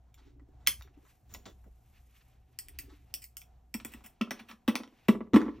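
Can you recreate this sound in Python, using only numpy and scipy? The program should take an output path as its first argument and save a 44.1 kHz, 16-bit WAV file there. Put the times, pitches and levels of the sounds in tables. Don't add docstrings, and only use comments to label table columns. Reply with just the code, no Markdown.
import sys
import numpy as np
from scipy import signal
from scipy.fft import rfft, irfft
from scipy.io import wavfile

SR = 44100
rng = np.random.default_rng(int(sys.argv[2]) if len(sys.argv) > 2 else 0)


def to_wav(sig):
    pcm = np.clip(np.atleast_2d(sig), -1, 1) * 32767
    pcm = np.round(pcm).astype(np.int16)
    wavfile.write(sys.argv[1], SR, pcm.T)


def invert_db(level):
    return 10 ** (np.asarray(level, dtype=float) / 20)


N = 246938

# (time [s], rumble level [dB], swish level [dB])
BACKGROUND_LEVELS = [(0, -62.5, -95.5), (0.851, -57.5, -97), (1.08, -65.5, -98.5), (1.53, -58.5, -82),
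                     (2.099, -63.5, -77.5), (2.4, -66.5, -92.5), (2.8, -56, -98), (3.5, -65, -95),
                     (3.981, -58, -78), (4.101, -74, -95), (5.0, -70, -86), (5.6, -56.5, -96.5)]


def rms_one(x):
    return x / np.sqrt(np.mean(x ** 2) + 1e-20)


def at_hz(points, hz, axis=1):
    table = np.array(sorted(points))
    return np.interp(np.log(hz + 1), np.log(table[:, 0]), table[:, axis])


def ring(clicks, hz, t60):
    radius = invert_db(-60 / (t60 * SR))
    angle = 2 * np.pi * hz / SR
    feedback = [1, -2 * radius * np.cos(angle), radius * radius]
    return signal.lfilter([0, np.sin(angle)], feedback, clicks + 1e-18)


def cut(x, hz, kind):
    return signal.sosfilt(signal.butter(2, hz, kind, fs=SR, output="sos"), x)


def diffuse_noise(size, width=1):
    # (frequency [Hz], likeness [0 to 1])
    ear_likeness = [(30, .96), (60, .99), (130, .985), (300, .75), (600, .55), (1300, .75), (2200, .99),
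                    (4000, .99), (5000, .85), (7000, .9), (9200, .999), (11000, .999), (12500, .88),
                    (15000, .97)]
    hz = np.arange(size // 2 + 1) * SR / size
    alike = np.clip(1 - width * (1 - at_hz(ear_likeness, hz)), 0, 1)
    mid, side = rfft(rng.standard_normal((2, size)))
    shared = np.sqrt(1 + alike) * mid
    opposed = np.sqrt(1 - alike) * side * [[1], [-1]]
    return (shared + opposed) / np.sqrt(2), hz


def hiss(colour, flicker_db, rate):
    white, hz = diffuse_noise(size=N)
    flicker = np.interp(np.arange(N) * rate / SR, np.arange(600), rng.standard_normal(600))
    noise = irfft(white * invert_db(at_hz(colour, hz)), N)
    return rms_one(noise * invert_db(flicker_db * flicker))


def swells(moves):
    s, peak_db, rise, fall = np.transpose(moves)[:4, :, None]
    late = np.arange(N) / SR - s
    drop = np.maximum(late / np.maximum(fall, .01), -late / np.maximum(rise, .01))
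    return invert_db(peak_db - 30 * drop)


def contacts(events, modes, ring_db, sliding=False):
    edge_hz = 4400
    chatter_db = -10
    uneven_db = 1.5
    t_ms = np.arange(6000) * 1000 / SR
    body, middle, edge = np.zeros((3, N + len(t_ms)))
    struck = np.zeros((len(modes), N + len(t_ms)))
    for s, level_db, body_db, edge_db, chatter_ms in events:
        x = t_ms / max(chatter_ms, .1)
        pressure = x * np.exp(1 - x) if sliding else np.exp(-x)
        touches = rng.laplace(size=len(t_ms)) * pressure
        touches *= np.sqrt(np.sum(pressure ** 2) / np.sum(touches ** 2)) * invert_db(chatter_db)
        touches[0] = 0 if sliding else 1
        touches *= invert_db(level_db)
        here = slice(round(s * SR), round(s * SR) + len(t_ms))
        body[here] += touches * invert_db(body_db)
        middle[here] += touches
        edge[here] += touches * invert_db(edge_db)
        for row, (hz, mode_db, t60) in zip(struck, modes):
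            gain_db = mode_db + ring_db + uneven_db * rng.standard_normal() + edge_db * (hz > edge_hz)
            row[here] += touches * invert_db(gain_db)
    direct = cut(middle, edge_hz, "low") + cut(edge, edge_hz, "high")
    ringing = sum(ring(row, hz, t60) for row, (hz, mode_db, t60) in zip(struck, modes))
    thin = cut(cut(direct + ringing, 1900, "high"), 1900, "high")
    return (cut(body, [500, 1700], "band") + thin)[:N]


def screwdriver():
    # (time [s], level [dB], body gain [dB], edge gain [dB], chatter time [ms])
    pole_taps = [(2.5887, -22.5, -13, 9, 1), (2.6849, -29.5, -27, 5, 0.49), (2.7881, -26.5, -30, 11.5, 1.8),
                 (3.1405, -11.5, -29.5, 4.5, 0.39), (3.3689, -24.5, -34, 7.5, 1.1),
                 (3.4168, -35, -6, 3, 0.81), (3.7414, -21.5, -12, 4.5, 3), (3.8003, -32.5, 6, -16.5, 2.7),
                 (3.8484, -25, 3, 5, 2.7), (4.0078, -50, 18, -16, 1.3), (4.2131, -15, -21, -11.5, 1.6),
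                 (4.3081, -15, 10, -6.5, 3.2), (4.6783, -16.5, 6, -5.5, 8.8), (4.755, -4, 4.5, -7, 0.64),
                 (4.8344, -31.5, 11, -13.5, 2.3), (4.8764, -41, -4, -42, 1.3), (5.0838, -15.5, 4, -1.5, 2),
                 (5.0865, -13, -12, -5, 1.2), (5.3345, -30, -2.5, -10, 2.8), (5.3445, -25, 10, -2.5, 3.1),
                 (5.3574, -24, -16, -1, 4.6)]
    blade_slips = [(3.2175, -44, -31, 6.5, 4.5), (3.2405, -37, -31, 11, 1.05), (3.917, -46.5, 4, 4, 5),
                   (3.9361, -30.5, -4, 0, 1), (3.9506, -56, 3, -13.5, 2.8), (4.0372, -42.5, 4, 0, 7.4),
                   (4.0596, -39, 2, 4.5, 2.6), (4.3909, -37, 9, -9, 5), (4.4843, -39, 7.5, -4.5, 7.1),
                   (4.5112, -32, 8.5, -12, 1.5), (5.404, -36, 9, -21, 2), (5.416, -34, 23.5, -8, 0.68)]
    # (frequency [Hz], level [dB], 60 dB decay time [s])
    pole_modes = [(2606, -3, 0.01), (3018, 4, 0.0027), (5565, 0.5, 0.0034), (9050, 3.5, 0.0031),
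                  (13100, -30.5, 0.0092)]
    bounce_ms, bounce_db = 7.2, -13
    taps = contacts(pole_taps, pole_modes, ring_db=-17.5)
    bounce = np.pad(taps, (round(bounce_ms * SR / 1000), 0))[:N]
    slips = contacts(blade_slips, pole_modes, ring_db=-18.5, sliding=True)
    return taps + invert_db(bounce_db) * bounce + slips


def loudspeaker():
    # (time [s], level [dB], starting pitch [Hz], swell time scale [ms])
    thump_events = [(3.7468, -32, 240, 2.1), (3.852, -38, 269, 0.87), (3.944, -43, 260, 1.1),
                    (4.039, -55, 262, 22), (4.2105, -23, 241, 3.1), (4.314, -32.5, 268, 0.85),
                    (4.401, -48.5, 263, 4.5), (4.494, -54, 267, 6), (4.528, -50.5, 235, 4),
                    (4.682, -17.5, 249.5, 2.1), (4.755, -32.5, 263, 1.3), (5.0863, -10, 235.7, 2.9),
                    (5.3344, -16.5, 297.7, 1.9), (5.341, -11.5, 248.5, 4.4), (5.3613, -9, 338, 1.7)]
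    # (frequency [Hz], level [dB], 60 dB decay time [s])
    cone_modes = [(385, -24, 0.02), (500, -27, 0.008), (1000, -30, .006), (1180, -25, 0.006),
                  (1900, -31, 0.004), (2400, -33, 0.002)]
    # (delay [s], level [dB])
    echo_taps = [(0.035, -37), (0.063, -16), (0.12, -16.5), (0.182, -34), (.243, -36)]
    sag, stop_ms, crackle_ms = .24, 23, 5
    lopsided_db = -1
    t_ms = np.arange(2048) * 1000 / SR
    swing, jolt = np.zeros((2, N + len(t_ms)))
    for s, level_db, hz, swell_ms in thump_events:
        here = slice(round(s * SR), round(s * SR) + len(t_ms))
        x = t_ms / max(swell_ms, .5)
        shape = x * np.exp(1 - x ** 0.67) / (1 + (t_ms / stop_ms) ** 10)
        turns = np.cumsum(hz * (1 - sag * np.minimum(t_ms / stop_ms, 1))) / SR
        swing[here] += invert_db(level_db) * shape / shape.max() * np.sin(2 * np.pi * turns)
        jolt[here] += invert_db(level_db - 1.5) * rng.standard_normal(len(t_ms)) * np.exp(-t_ms / crackle_ms)
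    lump = invert_db(lopsided_db) * cut(cut(swing ** 2, [75, 160], "band"), 75, "high")
    breakup = sum(invert_db(db) * ring(jolt, hz, t60) for hz, db, t60 in cone_modes)
    thumps = (cut(cut(swing, 130, "high"), 130, "high") + lump + breakup)[:N]
    echoes = sum(invert_db(db) * np.pad(thumps, (round(s * SR), 0))[:N] for s, db in echo_taps)
    return thumps + cut(cut(echoes, [210, 1800], "band"), 188, "high")


def plug_in_jack():
    # (time [s], level [dB], body gain [dB], edge gain [dB], chatter time [ms])
    plug_snaps = [(.6654, -25, -6, -31.5, 5.3), (.6708, -23, -2.5, -7, 0.86), (.6728, -3, -4.5, 9, 1.5)]
    # (frequency [Hz], level [dB], 60 dB decay time [s])
    jack_modes = [(2100, -3, .003), (3200, -1.5, .0035), (5400, -5, .002), (6800, -4, .002),
                  (10800, -3, .0015), (13000, -9, .0015)]
    return contacts(plug_snaps, jack_modes, ring_db=-12.5)


def parts_on_mat():
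    # (time [s], level [dB], body gain [dB], edge gain [dB], chatter time [ms])
    landings = [(.1426, -37.5, -20, -4, 2.2), (.3965, -56, 19.5, -16, 2), (.8106, -33.5, 12, -29, 0.29),
                (.8224, -30.5, -27, -6, 2.3), (.8759, -67.5, 35, -19, 1.25), (1.3389, -34.5, -2, 7.5, 3.9),
                (1.3468, -25, 0.5, -23, 3.9), (1.4556, -31, 2.5, -16, 17.3), (1.6407, -62.5, 18.5, 0, 10)]
    finger_drags = [(.172, -55, 9, -38, 12.5), (.25, -60, 7, -46, 19), (.595, -65, 9, -25, 26),
                    (1.045, -61.5, 15.7, -12, 10), (1.29, -54.5, 6, -9.5, 26), (2.89, -52.5, 10, -25, 11.8)]
    # (frequency [Hz], level [dB], 60 dB decay time [s])
    mat_modes = [(1850, 1, 0.00074), (3700, -11.5, 0.006), (5900, 0, 0.0059), (6965, 4, 0.0075),
                 (11400, -22.5, 0.00089)]
    landed = contacts(landings, mat_modes, ring_db=-21.5)
    return landed + contacts(finger_drags, mat_modes, ring_db=-12.5, sliding=True)


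def wire_scratches():
    # (time [s], level [dB], body gain [dB], edge gain [dB], chatter time [ms])
    wire_twitches = [(.9405, -66.5, -30, -30, 3.6), (.963, -66, -30, -30, 3), (.986, -70, -30, -30, 1.6)]
    # (frequency [Hz], level [dB], 60 dB decay time [s])
    wire_modes = [(2490, -4.5, 0.013), (2700, -5, 0.0097)]
    return contacts(wire_twitches, wire_modes, ring_db=-3.5)


def room(x):
    # (frequency [Hz], level [dB], 60 dB decay time [s])
    wall_decay = [(190, -46.5, 0.4), (437, -38, 0.33), (1200, -33, 0.18), (3060, -36, 0.17),
                  (7000, -36, 0.21), (12087, -26.5, 0.18), (16000, -39.5, .1)]
    build_up_s = .004
    near_db, near_s = 5, .008
    size = 2 ** 14
    white, hz = diffuse_noise(size=size, width=0.4)
    t = np.arange(size) / SR
    response = 0
    for centre in 100 * 2 ** np.arange(0, 7.5, .5):
        band = irfft(white * np.exp(-(np.log2((hz + 1) / centre) / .35) ** 2), size)
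        decay_db = -60 * t / at_hz(wall_decay, centre, axis=2)
        response = response + band * invert_db(at_hz(wall_decay, centre) + decay_db)
    response = signal.sosfilt(signal.butter(8, 15500, fs=SR, output="sos"), response)
    response = response * np.minimum(t / build_up_s, 1) ** 2
    response = response * (1 + invert_db(near_db) * np.exp(-t / near_s))
    return signal.fftconvolve(x[None], response, axes=1)[:, :N]


def hands_on_bench():
    # (time of peak [s], peak level [dB], 30 dB rise time [s], 30 dB fall time [s])
    palm_rubs = [(.18, -63, 0.024, 0.44), (.36, -57.5, 0.12, 0.18), (.49, -57, 0.017, 0.13),
                 (.85, -63.5, .04, 0.21), (.975, -67.5, 0.026, 0.26), (2.89, -61, 0.55, 0.37)]
    palm_bumps = [(.678, -52, 0.025, 0.11), (1.355, -57.5, 0.096, 0.17), (1.465, -44, 0.013, 0.074),
                  (1.67, -55.5, 0.034, 0.046), (3.15, -61.5, 0.049, 0.071)]
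    leg_thuds = [(.8, -60.5, 0.087, 0.076), (1.37, -46, 0.12, 0.053), (1.5, -55, 0.18, 0.046)]
    # (frequency [Hz], level [dB])
    top_colour = [(200, -28.5), (250, -8.5), (285, 7.5), (325, -10.5), (375, -1.5), (430, -10.5),
                  (600, -26.5), (1200, -50)]
    rubbing_colour = [(120, -22.5), (200, 7), (290, 1), (380, -2.5), (520, -5), (900, -14.5), (1600, -48.5)]
    leg_colour = [(40, -19.5), (70, 5), (110, -4), (160, -37)]
    rest_db = -80.5
    humming_top = swells(palm_rubs).sum(axis=0) * hiss(top_colour, flicker_db=6.0, rate=45)
    rubbing = invert_db(rest_db) + swells(palm_bumps).sum(axis=0)
    thuds = swells(leg_thuds).sum(axis=0) * hiss(leg_colour, flicker_db=6.2, rate=31)
    return humming_top + rubbing * hiss(rubbing_colour, flicker_db=1.0, rate=59) + thuds


def rustle_and_swish():
    # (time of peak [s], peak level [dB], 30 dB rise time [s], 30 dB fall time [s],
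    # bright swish against rustle [dB])
    rustle_swells = [(.24, -69, 0.17, 0.15, -15), (0.841, -74.5, .2, 0.18, -19.5),
                     (1.09, -72.5, 0.18, 0.23, 4), (1.4, -78.5, .25, 1, -5), (1.98, -72, 0.2, 0.21, -9),
                     (2.169, -71.5, .1, 0.16, 0), (2.3, -78, 0.21, .2, -3), (2.53, -77, 0.15, 0.12, -4),
                     (2.8, -69, 0.36, 0.34, -23), (2.93, -70.5, 0.17, .6, -4.5),
                     (3.24, -89.5, 0.19, 0.089, 13), (3.411, -82, 0.033, 0.05, 26.5),
                     (3.93, -64, 0.24, 0.29, -13), (4.381, -61, 0.22, 0.13, -23),
                     (4.52, -61.5, 0.094, 0.067, -6), (5.002, -70.5, 0.7, 0.5, -14),
                     (5.449, -63, 0.1, 0.47, -17)]
    # (frequency [Hz], level [dB])
    rustle_colour = [(500, -28), (1000, 0.5), (1400, 0.5), (2500, 4), (4000, -3.5), (6000, -8.5),
                     (9000, -27)]
    swish_colour = [(3000, -28.5), (5000, -9.5), (7000, -6.5), (10000, -0.5), (13000, -2), (15000, -14),
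                    (16000, -31)]
    s, _, steady_db = np.transpose(BACKGROUND_LEVELS)
    gains = swells(rustle_swells)
    swish = invert_db(np.interp(np.arange(N) / SR, s, steady_db)) + invert_db(np.array(rustle_swells)[:, 4]) @ gains
    rustle = gains.sum(axis=0) * hiss(rustle_colour, flicker_db=3.5, rate=37)
    return rustle + swish * hiss(swish_colour, flicker_db=2.0, rate=180)


def building():
    # (frequency [Hz], level [dB])
    rumble_colour = [(20, -32.5), (35, -2), (52, -14), (60, 1), (68, -3), (100, -14), (121, -6),
                     (140, -24.5), (170, -22.5), (250, -66.5)]
    hum_hz, hum_db = 59.5, -0.5
    t = np.arange(N) / SR
    s, rumble_db, _ = np.transpose(BACKGROUND_LEVELS)
    hum = invert_db(hum_db) * np.sin(2 * np.pi * hum_hz * t)
    return invert_db(np.interp(t, s, rumble_db)) * (hum + hiss(rumble_colour, flicker_db=1.5, rate=10.0))


def room_air():
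    # (frequency [Hz], level [dB])
    air_colour = [(150, 4), (300, -7), (550, -9.5), (680, -3.5), (740, 4), (810, -5.5), (1100, -12.5),
                  (2000, -20), (5000, -27.5), (10000, -28), (15000, -34), (16000, -58)]
    return invert_db(-72) * hiss(air_colour, flicker_db=3.9, rate=11)


def scene():
    blows = screwdriver() + plug_in_jack() + parts_on_mat() + wire_scratches()
    blows = cut(cut(blows, 730, "high") + loudspeaker(), 81, "high")
    return blows + room(blows) + hands_on_bench() + rustle_and_swish() + building() + room_air()


def band_limit(x):
    return signal.sosfilt(signal.butter(12, 16970, fs=SR, output="sos"), x)


def record(dry):
    # (frequency [Hz], lead of the left [radians])
    left_lead = [(0, 0), (2400, .25), (4200, .4), (4850, 1.6), (5400, 0), (6100, .3), (6700, 1.1),
                 (8000, 2.0), (8900, 2.6), (9400, 2.95), (10900, 3.35), (11500, 3.9), (13400, 5.2),
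                 (14300, 6), (15000, 6.28)]
    lead = np.interp(np.arange(N // 2 + 1) * SR / N, *np.transpose(left_lead))
    ports = irfft(rfft(dry) * np.exp(.5j * lead * [[1], [-1]]), N)
    mix = signal.sosfilt(signal.cheby2(10, 50, 16900, fs=SR, output="sos"), ports)
    return band_limit(mix)


dry = scene()
out = record(dry)
to_wav(out)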